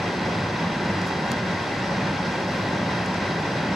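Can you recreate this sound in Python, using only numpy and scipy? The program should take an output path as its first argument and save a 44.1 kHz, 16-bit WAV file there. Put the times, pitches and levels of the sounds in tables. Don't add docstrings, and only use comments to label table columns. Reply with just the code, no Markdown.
import sys
import numpy as np
from scipy import signal
from scipy.fft import rfft, irfft
from scipy.io import wavfile
from scipy.ndimage import uniform_filter1d

SR = 44100
rng = np.random.default_rng(int(sys.argv[2]) if len(sys.argv) > 2 else 0)


def waveform_to_disk(signal):
    frames = np.transpose(np.atleast_2d(signal))
    scaled = np.clip(frames, -1, 1) * 32767
    samples = np.round(scaled).astype(np.int16)
    wavfile.write(sys.argv[1], SR, samples)


def volts_from_decibels(level):
    exponent = np.asarray(level, float) / 20
    return 10 ** exponent


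N = 165375


def evened(x):
    return x / np.sqrt(np.mean(np.abs(x) ** 2) + 1e-20)


def read(points, hz):
    f, value = np.transpose(points)
    return np.interp(np.log(hz + 1), np.log(f + 1), value)


def bumps(table, hz):
    return sum(db * np.exp(-((hz - f) / width) ** 2) for f, width, db in table)


def add(mix, start_s, sound):
    part = mix[:, round(start_s * SR):][:, :sound.shape[1]]
    part += sound[:, :part.shape[1]]


def drift(top_hz):
    t = np.arange(0, N + 64, 64) / SR
    slow = 0
    for f in np.geomspace(top_hz / 20, top_hz, num=20):
        slow = slow + np.sin(2 * np.pi * (f * t + rng.random())) / np.sqrt(f)
    return np.repeat(evened(slow), repeats=64)[:N]


def rush(hz):
    real, imag, patches = rng.standard_normal((N // 1024 + 6, len(hz), 3)).T
    patches = uniform_filter1d(patches, size=40, axis=0)
    patches = evened(uniform_filter1d(patches, size=3, axis=1))
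    patch_db = 0.36
    return evened((real + 1j * imag) * volts_from_decibels(patch_db * patches))


def surges_db(frames):
    # time_s, level_db
    buffet = [(0.0, -33), (0.22, -36), (0.43, -29), (0.55, -35.5), (0.67, -26), (0.76, -31.5), (0.95, -31),
              (1.1, -34.5), (1.5, -31), (1.66, -38), (1.9, -29.5), (2.2, -31.5), (2.37, -35), (2.5, -30.5),
              (2.63, -35), (2.8, -30.5), (3.15, -33.5), (3.75, -31)]
    when_s, level_db = np.transpose(buffet)
    t = (np.arange(frames) - 2) * 1024 / SR
    surge_db = np.interp(t, when_s, level_db)
    return surge_db - surge_db.mean()


def air():
    # frequency_hz, density_db
    air_colour = [(15, -71), (25, -32.5), (99, -7.5), (178, -3), (508, -9.5), (551, -9.5), (2000, -15.5),
                  (5720, -31), (15500, -66)]
    # frequency_hz, density_db
    side_colour = [(59, -53), (100, -30), (237, -6.5), (466, -5), (588, -4.5), (1310, -4), (1460, -6.5),
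                   (4750, -16), (15500, -47)]
    # frequency_hz, width_hz, gain_db
    resonances = [(35, 8.9, -13), (102.6, 24, 3), (127, 7, 0), (181.5, 23.2, 5), (382, 16, 2.5), (427, 30, -2.5),
                  (568, 8, 4), (640, 123, -2.5), (910, 257, 3.5), (1220, 120, -4.5), (1590, 57, 4.5),
                  (1690, 20, -13), (1970, 72, 4.5), (2264, 97, -3.5), (2500, 180, 0), (2962, 83, -5),
                  (3430, 180, 2),
                  (3574, 116, -4), (3910, 220, 3), (4300, 80, 0), (4560, 66, 4), (4785, 96, 4.5), (4940, 80, -4),
            (5220, 100, 3.5), (5600, 56, -3), (5670, 60, 6.5), (7000, 280, -1), (8100, 250, 2.5),
            (9900, 200, 3.5), (10500, 300, 3), (13300, 300, -2)]
    # frequency_hz,
    # width_hz, gain_db
    across = [(250, 30, 1.5), (770, 80, 3.5), (1320, 80, -6), (1460, 64, 9), (1640, 50, 10),
              (1850, 60, 6.5), (2030, 50, 8), (2400, 120, -2), (2700, 150, 5.5), (2950, 80, -4),
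              (4720, 200, 5), (14500, 2700, -7), (5650, 100, 12), (6100, 80, -3)]
    # frequency_hz, difference_db
    lean_table = [(60, -4), (130, -0.5), (290, 0.5), (640, -1), (1410, 0.5), (3100, 1.5), (6820, -2),
                  (15000, 0.5)]
    air_db, side_db, ripple_db = -25.5, -38.5, 0.75
    boom_hz, boom_width_hz = 190, 90
    swell_db, flicker_db = 0.12, 0.45

    hz = np.fft.rfftfreq(4096, 1 / SR)
    ripple, shift = rng.standard_normal((2, len(hz)))
    ripple = evened(uniform_filter1d(ripple, size=4)) * np.minimum(hz / 1500, 1)
    shift = uniform_filter1d(uniform_filter1d(shift, size=24), size=24)
    shift = np.tanh(2 * evened(shift))

    common = rush(hz)
    share = np.clip(0.63 * shift, -1, 1)[:, None]
    apart = 1j * share * common + np.sqrt(1 - share ** 2) * rush(hz)

    mid_db = read(air_colour, hz) + bumps(resonances, hz) + ripple_db * ripple
    mid = evened(common * volts_from_decibels(mid_db)[:, None])
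    boom = bumps([(boom_hz, boom_width_hz, 1)], hz)[:, None]
    mid = mid * volts_from_decibels(boom * surges_db(mid.shape[1]))
    apart_db = read(side_colour, hz) + bumps(across, hz)
    side = volts_from_decibels(side_db - air_db) * evened(apart * volts_from_decibels(apart_db)[:, None])

    lean = volts_from_decibels(read(lean_table, hz) * np.clip(hz / 300, 0, 1) ** 2 / 2)[:, None]

    def back(spectra):
        return signal.istft(spectra, nperseg=4096, noverlap=3072)[1][..., 2048:N + 2048]

    flicker = uniform_filter1d(drift(60), size=64)
    gusts = volts_from_decibels(air_db + swell_db * drift(2.47) + flicker_db * flicker)
    return gusts * back(np.array([mid * lean + side, mid / lean - side])) / np.std(back(mid))


def motor():
    # multiple, level_db (rms), side_minus_mid_db
    orders = [(2, -44, -40), (5, -48, -16), (11, -45, -13), (12, -46, -6)]
    shaft_hz, waver, flutter_db = 49.86, 0.003, 2.2
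    turns = np.cumsum(shaft_hz * (1 + waver * drift(2.996))) / SR
    opposed = np.array([[1], [-1]])
    out = np.zeros((2, N))
    for multiple, db, side_db in orders:
        angle = 2 * np.pi * (round(multiple) * turns + rng.random())
        flutter = uniform_filter1d(drift(16), size=256)
        level = np.sqrt(2) * volts_from_decibels(db + flutter_db * flutter)
        out += level * (np.sin(angle) + opposed * volts_from_decibels(side_db) * np.cos(angle))
    return out


def tick(peak_db, low_hz, top_hz):
    # frequency_hz, level_db, t60_s
    modes = [(3400, 6, .007), (4600, 7, .008), (5500, 6, .006), (6900, 6, .009), (7900, 1, .005),
             (9300, -3, .006), (10500, 2, .008), (11800, -3, .006), (13100, -4, .006), (14300, -14, .004)]
    rise_s, bounce_s, bounce_db = 0.0004, 0.0013, 3
    tail_db, tail_t60_s = -15, 0.03
    t = np.arange(3000) / SR
    ring = np.zeros(len(t))
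    for f, db, t60_s in modes:
        mode_hz = f * rng.uniform(.99, 1.01)
        ring += volts_from_decibels(db - 60 * t / t60_s) * np.sin(2 * np.pi * (mode_hz * t + rng.random()))
    ring = ring * np.minimum(t / rise_s, 1)

    tail = volts_from_decibels(tail_db - 60 * t / tail_t60_s) * rng.standard_normal((2, len(t)))
    tail = signal.fftconvolve(tail, ring[None, :200] / np.linalg.norm(ring))[:, :len(t)]

    second_tap = np.interp(t - round(bounce_s * SR) / SR, t, ring, left=0)
    ring = ring + volts_from_decibels(bounce_db) * second_tap
    band = signal.butter(3, [low_hz, top_hz], "band", fs=SR, output="sos")
    return volts_from_decibels(peak_db) * signal.sosfilt(band, ring / np.abs(ring).max() + tail)


def brush(length_s, level_db, grains_per_s, tilt_db):
    # frequency_hz, level_db
    cloth = [(2000, -12), (5000, 0), (7000, -3), (8800, -11), (10500, -9), (13000, -16), (15500, -23)]
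    n = int(length_s * SR)
    chance, size, hiss = rng.random((3, 2, SR))[:, :, :n]
    caught = chance[0] < grains_per_s / SR
    grains = caught * volts_from_decibels(-3 * np.log(size[0] + 1e-2)) * np.sign(hiss[0] - .5)
    grains = evened(grains) + .7 * np.sqrt(12) * (hiss - .5)
    hz = np.fft.rfftfreq(n, 1 / SR)
    colour_db = read(cloth, hz) + tilt_db * np.log2((hz + 1) / 8000)
    coloured = irfft(rfft(grains) * volts_from_decibels(colour_db), n)
    stroke = np.sin(np.pi * np.arange(n) / n)
    return volts_from_decibels(level_db) * evened(coloured) * stroke


def scene():
    # start_s, peak_db, low_hz, top_hz
    ticks = [(1.0152, -29, 3000, 9500), (1.0558, -41, 4500, 10500), (1.0638, -39, 5000, 12500),
             (1.0708, -35, 3500, 14000), (1.0762, -42, 6000, 14500), (1.0845, -41, 6000, 13000),
             (1.0900, -39, 5000, 11000), (1.2600, -39, 6000, 13000), (1.3158, -18.5, 2500, 13300),
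             (2.11, -45, 7000, 14000), (3.0600, -31.5, 6000, 11500), (3.1420, -32, 4000, 9500),
             (3.4065, -39.5, 7000, 13500)]
    # start_s, length_s, level_db (rms), grains_per_s, tilt_db (per octave)
    brushes = [
        (1.066, .03, -50, 3000, 1),
        (1.04, .065, -56, 3000, 0),
        (2.36, .42, -62, 9000, 7),
    ]
    mix = air() + motor()
    for start_s, *touch in ticks:
        add(mix, start_s, tick(*touch))
    for start_s, *stroke in brushes:
        add(mix, start_s, brush(*stroke))
    return mix


def top_cut(x):
    return signal.sosfilt(signal.butter(12, 15760, fs=SR, output="sos"), x)


def record(dry):
    return top_cut(dry)


dry = scene()
out = record(dry)
waveform_to_disk(out)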